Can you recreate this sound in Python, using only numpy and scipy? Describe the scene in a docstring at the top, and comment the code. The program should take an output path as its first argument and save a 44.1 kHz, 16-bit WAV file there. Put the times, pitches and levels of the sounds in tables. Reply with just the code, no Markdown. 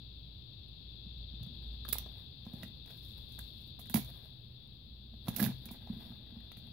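"""A wavering hum and low room noise, a band of hiss in the left port only, and a faint tick there twice a second.
Then a thin plastic keyboard is lifted, handled and set down on an open laptop on a desk, below a two-port microphone.
Clicks are dying noise crackles that ring keyboard modes; finger rustle is uneven noise driving the same modes.
Desk thumps are soft pulses ringing low modes. Clicks and rustle reach the right port best, thumps both nearly alike."""
import sys
import numpy as np
from scipy import signal
from scipy.fft import rfft, irfft, next_fast_len
from scipy.io import wavfile
from scipy.ndimage import uniform_filter1d

SR = 44100
rng = np.random.default_rng(int(sys.argv[2]) if len(sys.argv) > 2 else 0)


def volts(x):
    """Linear amplitude factor 10**(x/20) for a level x in dB, scalar or array-like."""
    e = np.asarray(x, float) / 20
    return 10 ** e


def master_out(mix):
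    """Clip the mix to full scale and print it as 16-bit PCM to the path in sys.argv[1]."""
    frames = np.transpose(np.atleast_2d(mix))
    ceiling = np.clip(frames, -1, 1)
    pcm = np.round(ceiling * 32767).astype(np.int16)
    wavfile.write(sys.argv[1], SR, pcm)


N = 296555

# blows through the keyboard into the desk: start_s, desk_relative_db, keyboard_body_db, contact_s,
# ring_time_factor (low under a pressing hand)
BLOWS = [(1.06, -29.5, -75, 0.0069, 0.56), (1.333, -40.5, -68, 0.0035, .55),
         (1.406, -16, -72, 0.0094, 0.63), (1.464, -28.5, -72, 0.0067, .51), (1.89, -38, -65, 0.0018, 0.26),
         (1.934, -55, -61, 0.0052, .48), (2.463, -33, -63, 0.0041, 0.46), (2.535, -25, -66, 0.0039, 0.15),
         (2.632, -34, -64, 0.0035, 0.51), (3.388, -46.5, -59.5, 0.0015, 0.36),
         (3.789, -40, -61, 0.0048, 0.46), (3.9, -33.5, -56, .004, .41), (3.9438, -16.5, -37, 0.0023, 0.86),
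         (3.96, -16, -40.5, 0.0068, 0.86), (3.976, -26, -41, .002, .55), (3.99, -28, -55, 0.0021, 0.61),
         (5.139, -47, -65, 0.0015, 0.61), (5.283, -15, -41, 0.0039, 0.15), (5.311, -41, -57, 0.0028, .55),
         (5.363, -32, -69, 0.0049, 0.45), (5.385, -33, -57.5, 0.0012, 0.21), (5.399, -19, -47, 0.002, 0.11),
         (5.414, -18.5, -47, 0.0032, 0.68), (5.428, -16, -40.5, 0.0042, 0.69),
         (5.459, -19.5, -53, 0.0057, 0.95), (5.47, -28, -66, 0.0024, 0.4), (5.489, -25, -53, 0.0036, 0.6),
         (5.505, -35, -69, 0.0035, 0.23), (5.659, -42, -70.5, 0.0023, 0.77), (5.71, -37, -53, 0.0016, 0.77),
         (5.897, -24.5, -61, 0.0039, 0.74), (5.93, -36.5, -68, 0.0031, .95), (5.964, -38, -73, 0.002, 1),
         (6.101, -38, -72, 0.0035, .63), (6.321, -43, -69, 0.0022, 0.77), (6.364, -38, -66, 0.003, 0.91),
         (6.518, -62, -54.5, 0.0031, .55), (6.572, -32.5, -68, 0.0065, 0.52)]
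# keyboard modes: mode_hz, relative_db, t60_s (before the ring-time factor)
KEY_MODES = [(330, -6, .03), (480, -14, .025), (620, -5, .035), (750, 3, .05), (930, 2, .045),
             (1100, -7, .03), (1280, -3, .035), (1650, 2, .05), (1980, 0, .05), (2400, -1, .035),
             (2680, -1, .03), (3350, 0, .025), (3650, 0, .025), (3900, 0, .025), (4200, 0, .025),
             (4600, 1, .03), (5000, -4, .02)]
# bright plastic contact spectrum: freq_hz, relative_db_per_hz
SNAP_SPECTRUM = [(400, -29), (900, -19), (2500, -14.5), (4000, -10.5), (5500, -16), (7500, -16),
                 (9400, -20), (10400, -5), (12000, -2.5), (14000, -6), (15700, -3.5), (15950, -50)]
LAG_S = .001  # keyboard body sounds this much before the nominal blow, desk this much after


def evened(x):
    """Scales to rms 1."""
    return x / np.sqrt(np.mean(x ** 2) + 1e-20)


def read(points, hz):
    """Interpolates a table on a log-frequency axis."""
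    f, value = np.transpose(points)
    return np.interp(np.log(hz + 1), np.log(f + 1), value)


def add(mix, start_s, sound):
    """Mixes a sound in at start_s, cut at the end of the mix."""
    part = mix[round(start_s * SR):][:len(sound)]
    part += sound[:len(part)]


def colour(x, points, unit=True):
    """Filters by a spectrum; with unit, white noise keeps its rms."""
    size = next_fast_len(N + 4096)
    gain = volts(read(points, np.fft.rfftfreq(size, 1 / SR)))
    if unit:
        gain = evened(gain)
    return irfft(rfft(x, size) * gain, size)[..., :N]


def ring(modes, spread_db=0., free=0.61):
    """Impulse response of exponentially dying modes; free scales their t60."""
    hz, db, t60_s = np.transpose(modes)[:, :, None]
    t = np.arange(SR // 5) / SR
    decay_db = -60 * t / np.clip(free * t60_s, .005, 1)
    return (volts(db + spread_db + decay_db) * np.sin(2 * np.pi * hz * t)).sum(0)


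def crackle(t60_s):
    """Envelope of a contact: a spike, then a dying scatter."""
    t = np.arange(SR // 5) / SR
    scatter = volts(-60 * t / np.clip(t60_s, .004, .3))
    spike = 1.2 * np.exp(-t / .0005)
    return (1 - np.exp(-t / .0003)) * (scatter + spike)


def knock(modes, fade, luck):
    """A short rough contact rings the modes, nearly alike at both ports."""
    a, b = luck
    envelope = fade[:1000] * np.exp(-np.arange(1000) / SR / .004)
    contact = np.array([.85 * a + .5 * b, a]) * envelope
    sound = signal.fftconvolve(modes[None], contact, axes=1)
    return sound.T / np.sqrt(np.mean(sound[1, :250] ** 2))


def pair(x, wet_db):
    """Adds a decaying noise tail, different per port, as room sound, and shades the left port."""
    # room decay: freq_hz, t60_s
    room_decay = [(300, 0.2), (1500, 0.16), (4000, 0.31), (12000, 0.12)]
    # shading of the left port: freq_hz, gain_db
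    left_shading = [(200, -.5), (700, -5), (2400, -10), (4400, -10), (5500, -20), (8500, -20), (11000, -13),
                    (15000, -11.5)]
    hz, t, z = signal.stft(rng.standard_normal((2, SR // 2)), SR, nperseg=128)
    decay = volts(-60 * t / read(room_decay, hz)[:, None])
    tail = signal.istft(z * decay, SR, nperseg=128)[1]
    tail[:, :150] = 0  # first reflection after 3 ms
    wet = signal.fftconvolve(x, tail / np.linalg.norm(tail[0]), axes=1)[:, :N]
    both = x + volts(wet_db) * wet
    return np.array([colour(both[0], left_shading, unit=False), both[1]])


def room():
    """Room noise with shared bass, hiss at the left port, and two hum bands as wavering carriers."""
    # steady layers: time_s, low_hum_db, hiss_relative_db
    layers = [(0, -52.5, -60), (.6, -56.5, -60), (1.16, -49, -57.5), (1.6, -44, -56.5), (1.96, -48.5, -55),
              (2.15, -56, -58), (2.5, -72, -59.5), (3.0, -56.5, -58), (3.5, -52, -57), (3.66, -64, -58.5),
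              (4.12, -48.5, -59), (4.25, -60, -60.5), (4.55, -59, -62.5), (5.1, -58, -63),
              (5.5, -56, -58.5), (5.75, -54, -61), (6.03, -58, -59), (6.2, -53, -61), (6.72, -60, -60)]
    # room and microphone noise before the swell: freq_hz, level_db_per_hz
    noise_floor = [(20, -94.5), (45, -78.5), (90, -72.5), (170, -83.5), (350, -93.5), (700, -104),
                   (1300, -113), (2100, -115), (3000, -107), (3700, -103), (4600, -107), (6000, -134),
                   (9700, -133), (11000, -123), (15800, -118)]
    # left-right likeness: freq_hz, likeness_0_to_1
    likeness = [(60, 0.96), (160, 0.75), (270, 0.67), (450, 0.05), (800, 0.0106)]
    # hiss band: freq_hz, relative_db_per_hz
    hiss_spectrum = [(1240, -84), (2100, -37), (2320, -29), (2440, -29), (2570, -16), (2690, -13),
                     (2930, -22), (3360, 0), (3600, 2), (4570, -7), (4920, -18.5), (6000, -47),
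                     (7800, -80.5), (13200, -120)]
    # hum bands: centre_hz, width_hz
    hum_bands = [(58.5, 7.2), (121, 18)]
    upper_hum_db = -62
    s, low_hum_db, hiss_db = np.transpose(layers)
    bass_db = 0.5 + 0.6 * (hiss_db - hiss_db.mean())  # low noise swells with the hiss, dB per dB

    frames, hz = N // 512 + 5, np.fft.rfftfreq(2048, 1 / SR)
    t = np.arange(frames) * 512 / SR
    a, b, c, d, e, f = rng.standard_normal((frames, 1025, 6)).T
    left = a + 1j * b
    same = np.clip(read(likeness, hz), 0, 1)[:, None]
    z = np.array([left, same * left + np.sqrt(1 - same ** 2) * (c + 1j * d)])
    bass_share = 1 / (1 + (hz[:, None] / 2400.0) ** 2)
    floor_db = read(noise_floor, hz)[:, None] + bass_share * np.interp(t, s, bass_db)
    z *= volts(floor_db) * (hz < 16000)[:, None]
    scale = np.sqrt(SR / 2) / np.std(signal.istft(left, nperseg=2048, noverlap=1536)[1])
    out = scale * signal.istft(z, nperseg=2048, noverlap=1536)[1][:, :N]

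    in_band = (hz > hiss_spectrum[0][0]) & (hz < hiss_spectrum[-1][0])
    hiss_gain = (in_band * volts(read(hiss_spectrum, hz)))[:, None]
    hiss = signal.istft((e + 1j * f) * hiss_gain, nperseg=2048, noverlap=1536)[1][:N]
    t = np.arange(N) / SR
    out[0] += volts(np.interp(t, s, hiss_db) + 7.5) * evened(hiss)

    for (hum_hz, width_hz), db in zip(hum_bands, (low_hum_db, upper_hum_db + 0 * s)):
        r = np.exp(-np.pi * width_hz / SR)
        waver = [1, 1j] @ rng.standard_normal((2, N))
        for _ in range(2):
            waver = signal.lfilter([1], [1, -r], waver)
        waver = 1.0 + 0.78 * waver / np.std(waver)  # a steady core with a drifting part
        hum = (waver * np.exp(2j * np.pi * hum_hz * t)).real
        out += volts(np.interp(t, s, db)) * evened(hum)
    return out


def ticks():
    """Faint dry ticks on a steady beat: very short noise bursts, strongest at the left port."""
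    # tick level before colouring: time_s, relative_db
    tick_levels = [(0, -65), (.7, -56), (1.7, -57), (3.2, -47), (4.2, -48), (4.7, -55), (5.3, -62),
                   (6.2, -51), (6.72, -50)]
    # tick spectrum: freq_hz, relative_db_per_hz
    tick_spectrum = [(5000, -25), (8500, -26), (11000, -1), (13000, -13), (15000, 1), (16000, -11),
                     (16500, -37)]
    start_s, every_s = .1855, .49885
    train = np.zeros(N)
    for s in np.arange(start_s, N / SR, every_s):
        burst = np.exp(-np.arange(60) / 10.0) * rng.choice([-1., 1.], 60)
        add(train, s, volts(np.interp(s, *np.transpose(tick_levels))) * burst)
    return colour(train, tick_spectrum) * volts(np.array([[0], [-18.]]))


def rubbed(column):
    """Gain curve of one column of the sliding table, -120 dB before its first row."""
    # fingers sliding on plastic: time_s, bright_rustle_relative_db, body_relative_db, desk_drag_relative_db
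    slides = [(1.3, -95, -77, -92), (1.51, -77, -74, -56), (1.85, -81, -76, -71), (2.0, -69, -63, -69),
              (2.18, -71, -68, -69), (2.33, -86.5, -84, -77), (2.59, -66.5, -62, -51.5),
              (2.82, -81, -78, -66.5), (2.9, -68.5, -66, -67), (3.12, -64.5, -87, -72),
              (3.16, -69.5, -71, -76), (3.4, -68, -78, -70.5), (3.62, -68.5, -81, -70),
              (3.77, -82, -87, -62), (4.03, -63, -63, -63), (4.22, -68.5, -67.5, -70),
              (4.451, -83, -80, -71.5), (5.2, -89.5, -91, -61.5), (5.265, -62, -63, -56),
              (5.33, -67, -61, -47), (5.375, -48, -54, -61), (5.425, -42.5, -39.5, -60),
              (5.5, -56, -49.5, -48), (5.57, -64.5, -67, -69.5), (5.75, -71, -64, -56.5),
              (5.9, -71, -65.5, -59.5), (6.06, -63.5, -61.5, -56.5), (6.25, -81, -72, -61),
              (6.4, -79, -69, -71), (6.72, -76, -71.5, -57.5)]
    s, db = np.array(slides)[:, [0, column]].T
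    return volts(np.interp(np.arange(N) / SR, s, db, left=-120))


def desk():
    """Soft blows and dragging ring the low modes of the desk, which radiates no deep bass."""
    # desk modes: mode_hz, relative_db, t60_s (before the ring-time factor)
    desk_modes = [(130.4, -15, 0.62), (185.6, -9.5, 0.1), (209.8, -2.5, 0.12), (228.3, -1, 0.19)]
    sound = np.zeros(N)
    for s, db, _, contact_s, free in BLOWS:
        phase = np.clip(np.arange(1000) / SR / np.clip(contact_s, .0005, .02), 0, 1)
        blow = np.sin(np.pi * phase) ** 2
        thump = signal.fftconvolve(blow / blow.sum(), ring(desk_modes, free=free))
        add(sound, s + LAG_S, -volts(db - 4.5) * thump)
    drag = evened(signal.oaconvolve(rng.standard_normal(N), ring(desk_modes))[:N])
    sound += volts(-1.0) * rubbed(3) * drag
    sound = signal.sosfilt(signal.butter(3, 120., "high", fs=SR, output="sos"), sound)
    return np.array([np.roll(sound, shift=6), sound])  # the left port is a little further off


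def rustle():
    """Uneven slips of skin in clumps, with sparse catches: bright grit that also drives the keyboard modes."""
    # skin drag on the keys: freq_hz, relative_db_per_hz
    drag_spectrum = [(2200, -32.5), (2900, -12), (3600, -7), (4600, -6.5), (5300, 18), (6000, -22)]
    left_db = 8.5  # sliding spreads over the whole part and reaches the left port better than a click does
    catches_per_s, catch_decay_s = 90., 0.00072
    fine, clumps = (evened(uniform_filter1d(rng.standard_normal(N), size=n)) for n in (150, 1200))
    catches = (rng.random(N) < catches_per_s / SR) * rng.exponential(1, N)
    catches = signal.lfilter([1], [1, -np.exp(-1 / (catch_decay_s * SR))], catches)
    unevenness = volts(1.5 * fine + 2.5 * clumps) * (1 + .8 * catches)
    slips = evened(unevenness * rng.standard_normal((2, N)))
    bright = colour(slips, SNAP_SPECTRUM) + volts(-13.0) * colour(slips, drag_spectrum)
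    bright *= volts(np.array([[left_db], [0]]))
    shared = np.array([.8 * slips[1] + .6 * slips[0], slips[1]])
    damped = ring(KEY_MODES[:11])[None, :200] * np.hanning(400)[200:]  # a held part is damped
    body = evened(signal.oaconvolve(shared, damped, axes=1)[:, :N])
    return volts(-1.0) * (rubbed(1) * bright + rubbed(2) * body)


def keyboard_blows():
    """Each blow into the desk also rings the keyboard modes, weaker above 1050 Hz and below 680 Hz."""
    body = np.zeros((N, 2))
    hz = np.array(KEY_MODES)[:, :1]
    tilt_db = -18. * np.maximum(np.log2(hz / 1050), 0) - 6.7 * np.maximum(np.log2(680 / hz), 0)
    low = ring(KEY_MODES, tilt_db)
    for (s, _, body_db, *_), luck in zip(BLOWS, rng.standard_normal((len(BLOWS), 2, 1000))):
        add(body, s - LAG_S, volts(body_db) * knock(low, crackle(0.025), luck))
    return body.T


def clicks():
    """Each plastic click is a dying bright crackle and rings the modes near the pitch of the struck spot."""
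    # plastic clicks: start_s, snap_relative_db, spot_ring_db, spot_pitch_hz, snap_t60_s
    click_list = [(1.431, -48.5, -59, 4220, 0.029), (1.463, -58, -60, 570, .05),
                  (1.851, -48.5, -46.5, 1310, 0.046), (1.882, -44, -54, 1305, 0.1),
                  (1.888, -30, -43.5, 4460, 0.033), (1.9268, -20.5, -39, 4700, 0.019),
                  (1.9302, -23, -46.5, 1650, .024), (1.955, -49, -45, 970, 0.033),
                  (1.984, -26.5, -48.5, 4330, 0.022), (2.061, -76, -51.5, 726, .044),
                  (2.453, -60, -58.5, 3330, .046), (2.465, -70, -53.5, 745, .04),
                  (2.533, -53, -53, 720, .12), (2.585, -55, -63, 3730, .037), (2.626, -53, -52, 3350, .07),
                  (2.632, -46, -44.5, 2140, 0.07), (2.859, -57.5, -58.5, 3850, 0.098),
                  (2.905, -55, -55, 3420, 0.096), (2.972, -55.5, -72, 4390, 0.046),
                  (3.084, -53, -75, 4150, 0.075), (3.32, -52, -74, 4370, 0.078),
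                  (3.384, -47, -61, 900, .065), (3.39, -34, -50, 1620, 0.019),
                  (3.793, -45.5, -56, 1000, 0.14), (3.857, -54, -62, 2700, 0.054),
                  (3.87, -54, -60, 4890, .04), (3.897, -38, -56, 1660, 0.11),
                  (3.9415, -19, -35.5, 3240, 0.046), (3.9561, -29, -36, 3180, 0.2),
                  (3.9718, -47, -46.5, 3500, 0.14), (4.045, -50, -65, 3900, 0.055),
                  (5.136, -70, -65.5, 760, .073), (5.2719, -50, -50, 1200, 0.098),
                  (5.283, -30.5, -38.5, 3330, 0.057), (5.343, -48, -66, 4600, .11),
                  (5.362, -24.5, -56, 3350, 0.042), (5.369, -52.5, -47, 3840, .11),
                  (5.384, -33, -54, 1000, 0.12), (5.396, -32.5, -37.5, 1680, 0.16),
                  (5.401, -32, -34, 1590, 0.037), (5.4266, -21.5, -45, 1690, 0.078),
                  (5.44, -37, -38, 3200, 0.1), (5.449, -43, -39.5, 3330, 0.13),
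                  (5.463, -48, -42, 1650, .061), (5.656, -39.5, -53, 3560, 0.052),
                  (5.688, -74, -50.5, 2640, .041), (5.711, -41.5, -75, 1980, 0.14),
                  (5.872, -70, -52.5, 695, 0.083), (6.119, -75, -59, 1160, 0.05),
                  (6.404, -62, -66, 2400, .043), (6.518, -39, -54.5, 2720, 0.016),
                  (6.569, -55, -60, 2570, 0.16)]
    snap, body = np.zeros(N), np.zeros((N, 2))
    hz = np.array(KEY_MODES)[:, :1]
    lucks = rng.standard_normal((len(click_list), 2, 1000))
    for (s, snap_db, spot_db, spot_hz, t60_s), luck in zip(click_list, lucks):
        fade = crackle(t60_s)
        add(snap, s, volts(snap_db - 4.0) * fade)
        spot = ring(KEY_MODES, np.maximum(-60 * np.log2(hz / spot_hz) ** 2, -18), free=.38)
        add(body, s, volts(spot_db) * knock(spot, fade, luck))
    grain = evened(volts(3.5 * evened(uniform_filter1d(rng.standard_normal(N), size=70))))
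    return colour(snap * grain * rng.standard_normal((2, N)), SNAP_SPECTRUM) + body.T


def scene():
    """Keyboard and desk sounds in the room, over the background."""
    background = room() + ticks()
    keyboard = rustle() + keyboard_blows() + clicks()
    return background + pair(desk(), wet_db=-13.0) + pair(keyboard, wet_db=-8.0)


def top_cut(x):
    """Nothing passes above the cut-off."""
    return signal.sosfilt(signal.butter(12, 16970, fs=SR, output="sos"), x)


def record(dry):
    """The microphone drops the deepest bass and has a small steady offset."""
    heard = signal.sosfilt(signal.butter(2, 42., "high", fs=SR, output="sos"), dry)
    heard = heard - .0004
    return top_cut(heard)


dry = scene()
out = record(dry)
master_out(out)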